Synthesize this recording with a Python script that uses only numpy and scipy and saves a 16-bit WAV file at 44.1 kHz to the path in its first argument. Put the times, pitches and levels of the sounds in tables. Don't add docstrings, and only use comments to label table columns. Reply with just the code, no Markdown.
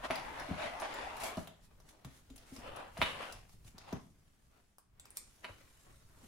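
import sys
import numpy as np
from scipy import signal
from scipy.fft import rfft, irfft
from scipy.io import wavfile
from scipy.ndimage import uniform_filter1d

SR = 44100
rng = np.random.default_rng(int(sys.argv[2]) if len(sys.argv) > 2 else 0)


def file_out(sig):
    cols = np.atleast_2d(sig).T
    lim = np.clip(cols, -1, 1)
    pcm = np.round(lim * 32767).astype(np.int16)
    wavfile.write(sys.argv[1], SR, pcm)


N = 276507
TIME, FREQS = np.arange(N) / SR, np.fft.rfftfreq(N, 1 / SR)

# start in seconds, level in dB, pitch the boards settle to in Hz,
# share by which the pitch starts higher, level of the deep thud in dB.
FOOTFALLS = [(.105, -38.5, 251, 0.31, -51), (.315, -53.5, 283, 0.16, -52), (0.487, -38.5, 266, 0.16, -59),
             (.507, -29.5, 165, 0.38, -63), (0.65, -44, 149, 0.47, -59), (1.031, -62, 130, 0.16, -43),
             (1.372, -32.5, 159.5, 1.38, -55), (2.051, -40.5, 131, 0.22, -62),
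             (2.068, -52.5, 259, 0.086, -55), (2.304, -46.5, 263, 0.063, -42.5),
             (2.52, -42.5, 266, .1, -48.5), (2.578, -47, 228, 0.3, -43), (2.988, -35.5, 136.5, 0.76, -45),
             (3.02, -36, 149, .9, -49), (3.542, -48.5, 111, 0.18, -75.5), (3.653, -49.5, 102, .5, -65),
             (3.742, -52, 153, 0.94, -68), (3.927, -31, 129.5, 2.93, -45), (5.498, -49, 84, 0.72, -44),
             (6.232, -54.5, 222, 0.42, -54)]
STEP_ATTACK_S = 0.0036


def amp(db):
    return 10 ** (np.asarray(db) / 20)


def unit(x):
    return x / np.sqrt(np.mean(x ** 2) + 1e-20)


def read(points, hz):
    f, value = np.transpose(points)
    return np.interp(np.log(hz + 1), np.log(np.abs(f) + 1), value)


def curve(rows):
    return np.interp(TIME, *np.transpose(rows))


def waver(first_size, second_size):
    return unit(uniform_filter1d(uniform_filter1d(rng.standard_normal(N), first_size), second_size))


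def add(mix, s, sound):
    part = mix[max(round(s * SR), 0):][:len(sound)]
    part += sound[:len(part)]


def click(colour, treble_db=0, size=2048):
    hz = np.abs(np.fft.fftfreq(size, 1 / SR))
    log_gain = np.log(amp(read(colour, hz) + treble_db * hz ** 2 / (hz ** 2 + 2000 ** 2)))
    minimum_phase = np.exp(np.conj(signal.hilbert(log_gain)))
    pulse = np.fft.ifft(minimum_phase).real[:size // 2]
    return pulse / np.abs(pulse).max()


def ring(hz, t60):
    t = TIME[:SR // 2]
    return np.sin(2 * np.pi * hz * t) * np.exp(-np.log(1000) * t / max(t60, 1e-3))


def resonate(x, hz, width_hz):
    turn = np.exp(2j * np.pi * np.cumsum(hz) / SR)
    pole = np.exp(-np.pi * width_hz / SR)
    return 2 * (turn * signal.lfilter([1 - pole], [1, -pole], x / turn)).real


def diffuse(pair, colour):
    # frequency in Hz, coherence.
    coherence = [(50, 0.94), (150, 0.71), (300, 0.51), (600, 0.24), (1200, 0.17), (2500, 0.13),
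                 (5000, 0.067), (12000, 0.24)]
    same = np.clip(read(coherence, FREQS), -1, 1)
    a, b = rfft(pair) * amp(read(colour, FREQS))
    mid, side = irfft(a * np.sqrt(1 + same), N), irfft(b * np.sqrt(1 - same), N)
    return np.array([mid + side, mid - side]) / mid.std()


def friction(colour, per_s, spread_db, smooth, uneven_db):
    catches = (rng.random(N) < per_s / SR) * amp(spread_db * np.minimum(rng.exponential(1, N), 3))
    clumps = waver(500, 300)
    drive = unit(catches * rng.standard_normal((2, N))) + smooth * rng.standard_normal((2, N))
    spectra = signal.stft(drive * amp(uneven_db * clumps), nperseg=512)[2]
    comb = uniform_filter1d(rng.standard_normal(spectra.shape[1:]), size=2, axis=0)
    comb_db = 2.3 * unit(uniform_filter1d(comb, size=18, axis=1))
    combed = signal.istft(spectra * amp(comb_db), nperseg=512)[1][:, :N]
    return diffuse(combed, colour)


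def swell(centre_s, length_s, db, shape=1.2):
    return amp(db) * np.exp(-np.minimum(np.abs(2 * (TIME - centre_s) / length_s) ** shape, 30))


def strokes(rub, rows, steady=0, treble_hz=1700, shape=1.31):
    treble = signal.sosfiltfilt(signal.butter(2, treble_hz, "high", fs=SR, output="sos"), rub)
    low_power = sum(swell(s, length, db, shape) ** 2 for s, length, db, _ in rows)
    high_power = sum(swell(s, length, db + treble_db, shape) ** 2 for s, length, db, treble_db in rows)
    return (rub - treble) * np.sqrt(low_power + steady ** 2) + treble * np.sqrt(high_power + steady ** 2)


def pull():
    hold_db, full_s, leave_s, fade_db_per_s = -46.5, 0.11, 1.327, 102
    rise = np.clip(1 + (TIME - full_s) / 0.089, .45, 1)
    return rise * amp(hold_db - fade_db_per_s * np.maximum(TIME - leave_s, 0))


def pause():
    return amp(-26.5 * swell(centre_s=4.95, length_s=0.3, db=0))


def room(x, early_db, tail_db, early_s, left_lag_s=0):
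    # frequency in Hz, seconds to die by 60 dB.
    decay_times = [(100, 0.58), (250, 0.54), (700, 0.34), (2500, 0.4), (6000, 0.42), (10000, 0.25),
                   (16000, 0.084)]
    t = TIME[:SR * 3 // 4]
    taps = diffuse(rng.standard_normal((2, N)), [(20, 0.0007), (20000, 0.0061)])[:, :len(t)]
    taps *= 1 - np.exp(-t / 0.017)
    early = taps * np.exp(-t / early_s)
    hz, frame_s, spectra = signal.stft(taps[:, ::-1], SR, nperseg=256)
    decay = np.exp(-np.log(1000) * frame_s / read(decay_times, hz)[:, None])
    tail = signal.istft(spectra * decay, SR, nperseg=256)[1][:, :len(t)]
    tail *= 1 - np.exp(-t / 0.0031)
    response = amp(early_db) * early / np.linalg.norm(early[0])
    response += amp(tail_db) * tail / np.linalg.norm(tail[0])
    response[[0, 1], [round(left_lag_s * SR), 0]] += 1
    return signal.fftconvolve(x[None], response, axes=1)[:, :N]


def background():
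    # frequency in Hz, level in dB.
    rumble_colour = [(15, 1.5), (35, 2.5), (60, -1), (100, -2), (160, -7.5), (250, -19), (400, -22),
                     (900, -40.5)]
    air_colour = [(120, -44.5), (200, 2.5), (412, -17), (946, -16), (3060, -23), (3350, -23.5),
                  (4240, -26), (15000, -39)]
    # time in seconds, level in dB.
    rumble_levels = [(0, -61.5), (1.3, -66.5), (1.7, -72), (2.3, -73), (2.7, -64), (3.7, -66), (4.3, -74.5),
                     (5.1, -75), (6.27, -67)]
    lumps_db = 2.2 * waver(4000, 2500)
    rumble = diffuse(rng.standard_normal((2, N)), rumble_colour)
    air = diffuse(rng.standard_normal((2, N)), air_colour)
    return rumble * amp(curve(rumble_levels) + 4.0 + lumps_db) + air * amp(-83.5)


def webbing():
    # frequency in Hz, level in dB.
    hiss_colour = [(1500, -3), (3000, -3), (5000, -2.5), (7000, -1.5), (8300, -3), (10000, -2),
                   (12500, -7.5), (15500, -16)]
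    # centre in seconds, length in seconds, level in dB.
    brushes = [(0.053, 0.044, -61), (0.626, 0.074, -64), (1.256, 0.081, -46), (1.4, 0.11, -60.5),
               (1.65, 0.054, -70), (1.898, 0.05, -66.5), (2.164, 0.14, -68.5), (2.55, 0.13, -62.5),
               (3.057, 0.19, -61.5), (3.275, 0.45, -70.5), (3.532, .06, -69), (3.681, 0.055, -62),
               (4.034, 0.17, -75), (5.171, 0.019, -49), (5.3, 1, -71.5), (5.837, 0.87, -72),
               (6.25, 0.16, -68)]
    hiss = friction(hiss_colour, per_s=1700, spread_db=4.0, smooth=1.8, uneven_db=1.0)
    power = amp(-81) ** 2 + (amp(-21.5) * pull()) ** 2 + sum(swell(*row) ** 2 for row in brushes)
    return hiss * np.sqrt(power) * pause()


def rubbing():
    # frequency in Hz, level in dB.
    leash_colour = [(120, -23.5), (220, -5), (400, -6.5), (540, 3), (900, 0), (1250, -3), (1550, -5),
                    (2200, -10), (2800, -8.5), (3700, -17.5), (6600, -29.5), (10500, -28.5), (15000, -48)]
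    shoe_colour = [(180, -15), (300, -10), (550, -12), (800, -3.5), (950, -4), (1250, -8.5), (1700, -15.5),
                   (2500, -19), (5000, -27.5), (10600, -37), (15000, -50)]
    cloth_colour = [(150, -7), (280, 1.5), (420, -1.5), (650, -2), (1000, -4.5), (1500, -5), (3000, -11),
                    (6000, -18), (10000, -23.5)]
    # centre in seconds, length in seconds, level in dB, extra treble in dB.
    slides = [(2.68, 0.16, -54, 0), (2.798, 0.16, -51.5, -1.5), (2.984, 0.028, -54, -10),
              (3.023, 0.018, -40.5, 5), (3.079, .12, -55.5, 13), (3.229, 0.19, -50, 4.5),
              (5.446, .016, -59, 11), (5.489, 0.074, -59, -1.5)]
    scuffs = [(3.82, 0.1, -59.5, 3), (3.909, 0.13, -51, 1)]
    rustles = [(1.925, 0.32, -72, -6), (2.13, 0.17, -76, 5), (2.497, 0.36, -70.5, 2),
               (4.569, 0.11, -75.5, -1.5), (5.096, 0.24, -74.5, -2), (5.23, 0.12, -76, -18),
               (5.593, 0.29, -70.5, 0), (5.897, 0.11, -70.5, -4), (6.247, 0.32, -70, -8)]
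    leash = friction(leash_colour, per_s=1700, spread_db=-0.5, smooth=1.2, uneven_db=0.5)
    leash = strokes(leash, slides, treble_hz=1714) * amp(4.0)
    shoe = friction(shoe_colour, per_s=2500, spread_db=4.5, smooth=1.6, uneven_db=1.5)
    shoe = strokes(shoe, scuffs) * amp(-1.6)
    cloth = friction(cloth_colour, per_s=3400, spread_db=1.5, smooth=1.44, uneven_db=1.7)
    cloth = strokes(cloth, rustles, steady=amp(-85) * pause()) * amp(5.5)
    return (leash + shoe + cloth) * amp([[.9], [-.9]])


def floor_shudder():
    # frequency in Hz, level in dB.
    floor_colour = [(30, -5.5), (75, -13), (130, 0.5), (200, 2.5), (260, -2.5), (350, 0), (600, -15),
                    (1500, -39.5)]
    ring_s = 0.1
    shake, t = np.zeros(N), TIME[:SR // 2]
    burst = (1 - np.exp(-t / STEP_ATTACK_S)) * np.exp(-np.log(1000) * t / ring_s)
    for s, db, *_ in FOOTFALLS:
        add(shake, s, amp(db - 12.5) * burst)
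    return diffuse(rng.standard_normal((2, N)), floor_colour) * shake * amp([[.7], [-.7]])


def footsteps():
    ring_s, fall_s, sag_delay_s = 0.08, .005, 0.0078
    out, t = np.zeros(N), TIME[:SR // 2]
    attack = 1 - np.exp(-t / STEP_ATTACK_S)
    envelope = attack * np.exp(-np.log(1000) * t / ring_s)
    thud = attack * ring(hz=43, t60=0.12)
    for s, db, hz, fall, thud_db in FOOTFALLS:
        phase = 2 * np.pi * np.cumsum(hz * (1 + fall * np.exp(-t / fall_s))) / SR
        boards = np.sin(phase) + 0.39 * np.sin(0.49 * phase) + 0.14 * np.sin(1.7 * phase)
        add(out, s, amp(db) * boards * envelope / envelope.max())
        add(out, s + sag_delay_s, amp(thud_db) * thud)
    return amp(-2.0) * room(out, early_db=-5, tail_db=-12.5, early_s=0.021) * amp([[.7], [-.7]])


def claw_ticks():
    # start in seconds, level in dB, ring in Hz, the wood's share in dB.
    ticks = [(0.1077, -31, 10250, -28), (0.156, -28.5, 4850, -17), (.3982, -34, 5170, -21),
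             (0.8, -34.5, 10400, -23), (0.812, -33.5, 9400, -17), (.9404, -34, 7300, 3),
             (1.168, -34.5, 9900, -13), (1.2023, -36, 9050, -8), (1.236, -26, 9900, -15),
             (1.3715, -39, 4300, -3), (1.4734, -36.5, 3330, 3), (1.8017, -51, 6440, 8.5),
             (1.8897, -41, 4080, -8), (2.0477, -40, 4100, 9), (2.302, -45.5, 7140, 0.5),
             (2.3608, -38.5, 10000, -6), (2.379, -38.5, 4250, -6), (2.5635, -38.5, 5540, 3.5),
             (2.7628, -39, 10090, -14.5), (2.976, -36, 10500, 2), (3.0164, -30, 10150, -24.5),
             (3.324, -31, 10400, -21), (3.4943, -49.5, 5350, 6.5), (3.6472, -52.5, 9600, 6),
             (3.782, -38.5, 5200, 4.5), (3.9273, -41, 6220, 13)]
    # frequency in Hz, level in dB.
    edge_colour = [(1500, -10), (3500, 1), (6000, 0), (8500, -5), (10500, 0), (12500, -9.5), (16000, -9)]
    wood_colour = [(200, -22), (600, 0.5), (1200, -3.5), (3000, -15.5), (5000, -11), (9000, -21.5)]
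    out, t = np.zeros(N), TIME[:SR // 100]
    edge, wood = click(edge_colour), click(wood_colour)
    for s, db, hz, wood_db in ticks:
        skid = rng.standard_normal(len(t)) * np.exp(-t / 0.0011)
        add(out, s, amp(db + 0.5) * np.convolve(edge, skid / np.linalg.norm(skid)))
        add(out, s, amp(db - 9) * ring(hz, t60=.004))
        add(out, s, amp(db + wood_db - 6) * wood)
    return room(out, early_db=2.5, tail_db=-0.5, early_s=0.0029)


def knocks():
    # start in seconds, then level, hardness, board's share and rebound, all in dB.
    strikes = [(.04, -33.5, -11, 0, -1), (0.1033, -26, -11, 15, -24), (0.108, -15.5, -10, -26, -11),
               (0.821, -25.5, -16, 8, -3.5), (1.236, -41, 8, 20.5, -14), (1.3723, -42.5, 2, 21.5, 3),
               (1.4735, -42, 6, 12, -25), (2.9718, -31.5, -8.5, 3.5, -11.5), (3.0165, -8, -6, -11.5, -24),
               (3.0259, -18, 10, -11, -11.5), (3.0595, -25.5, 6.5, -15.5, -9), (3.9271, -31, -31, 6.5, -28),
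               (5.4454, -27, -3.5, -5, -1)]
    # frequency in Hz, level in dB.
    impact_colour = [(60, -15.5), (150, -3.5), (400, -1), (650, -8), (1000, 6.5), (1500, 1), (2200, 7.5),
                     (3100, -0.5), (4200, -3), (5500, -19.5), (8300, -25.5), (10400, -15), (12500, -38),
                     (15500, -23)]
    # frequency in Hz, level in dB, seconds to die by 60 dB.
    board_modes = [(674, -17.5, 0.041), (938, -21.5, 0.0095)]
    buckle_modes = [(2100, -31, 0.019), (2220, -31.5, 0.019), (2950, -24, 0.022), (2970, -19, 0.028),
                    (3700, -20, 0.01), (4380, -28, .008)]
    rebound_s = .005
    out = np.zeros(N)
    board = sum(amp(db) * ring(hz, t60) for hz, db, t60 in board_modes)
    for start, strike_db, hard_db, board_db, rebound_db in strikes:
        for s, db in (start, strike_db), (start + rebound_s, strike_db + rebound_db):
            buckle = sum(amp(mode_db) * ring(hz, t60) * rng.choice([-1, 1])
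                         for hz, mode_db, t60 in buckle_modes)
            add(out, s, -amp(db - 3.5) * click(impact_colour, hard_db))
            add(out, s + 0.00033, amp(db + board_db) * board)
            add(out, s + 0.00037, amp(db + hard_db) * buckle)
    add(out, .0014, amp(-23) * out)
    return room(out, early_db=-1.5, tail_db=-4.5, early_s=0.0068) * amp([[.6], [-.2]])


def snap_hook():
    # start in seconds, level in dB, main ring in Hz, its share in dB.
    touches = [(4.7837, -44, 1150, 5.5), (4.9985, -46.5, 7650, 13), (4.997, -52, 3610, 12.5),
               (5.055, -48, 5100, 3), (5.0562, -45.5, 1200, 6), (5.1053, -49.5, 9500, 15.5),
               (5.1707, -25, 8900, -1)]
    # frequency in Hz, level in dB, seconds to die by 60 dB.
    hook_modes = [(2500, -11, .012), (3650, -3, .015), (4450, -2, .015), (5250, 0, .015), (7680, -2, .015),
                  (8080, -14, .25), (8850, -5, .05), (9850, -3, .02), (11150, -3, .015), (12500, -3, .01),
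                  (14620, -2, .015)]
    # frequency in Hz, level in dB.
    edge_colour = [(200, -10.5), (1000, -5), (1500, -7.5), (2600, 3.5), (3600, -6), (5000, 0), (6500, -2),
                   (9000, 9), (12000, -1), (16000, -1)]
    out, t = np.zeros(N), TIME[:SR // 100]
    edge = click(edge_colour)
    for s, db, main_hz, main_db in touches:
        metal = sum(amp(mode_db + rng.uniform(-5, 5)) * ring(hz, t60) for hz, mode_db, t60 in hook_modes)
        chatter = rng.standard_normal(len(t)) * np.exp(-t / 0.0012)
        add(out, s, amp(db + 9.5) * np.convolve(edge, chatter / np.linalg.norm(chatter)))
        add(out, s, amp(db - 24) * metal)
        add(out, s, amp(db + main_db - 7) * ring(main_hz, t60=.005))
    return room(out, early_db=-6.5, tail_db=-6.0, early_s=0.0052, left_lag_s=.00018)


def dragged_leash():
    # frequency in Hz, level in dB.
    rasp_colour = [(120, -35), (220, -9), (450, -7.5), (620, 0), (950, -0.5), (1500, -5.5), (2200, -9),
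                   (3000, -13), (4500, -21), (7400, -30.5), (8300, -36.5), (10500, -30.5), (15000, -77)]
    # time in seconds, frequency in Hz.
    hollow_path = [(0.02, 670), (0.11, 630), (0.242, 894), (0.632, 605), (0.986, 910), (1.026, 716),
                   (1.142, 980), (1.214, 730), (1.45, 656)]
    # centre in seconds, length in seconds, level in dB, extra treble in dB.
    tugs = [(0.054, 0.035, -39.5, 2.5), (0.163, 0.09, -46.5, 7.5), (0.404, 0.091, -43.5, -5),
            (.64, 0.12, -39.5, 2), (0.844, 0.058, -44, 5.5), (0.978, 0.26, -54, 12),
            (1.248, 0.097, -42.5, 2)]
    rasp = friction(rasp_colour, per_s=2500, spread_db=-0.5, smooth=1.27, uneven_db=0.04)
    hollow_hz, width_hz = curve(hollow_path), 220
    hollow = resonate(resonate(rasp, hollow_hz, width_hz), hollow_hz, width_hz)
    taut = np.minimum(pull() / amp(-52), 1)
    rasp = amp(-2.5) * (rasp + 0.62 * taut * hollow)
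    return strokes(rasp, tugs, steady=pull(), treble_hz=1710, shape=2.8) * amp([[1.3], [-.7]])


def scene():
    return (dragged_leash() + rubbing() + webbing() + knocks() + footsteps() + floor_shudder()
            + claw_ticks() + snap_hook() + background())


def record(dry):
    lowpass = signal.firwin(401, 15900, window=("kaiser", 8), fs=SR)
    return signal.oaconvolve(dry, lowpass[None], "same")


dry = scene()
out = record(dry)
file_out(out)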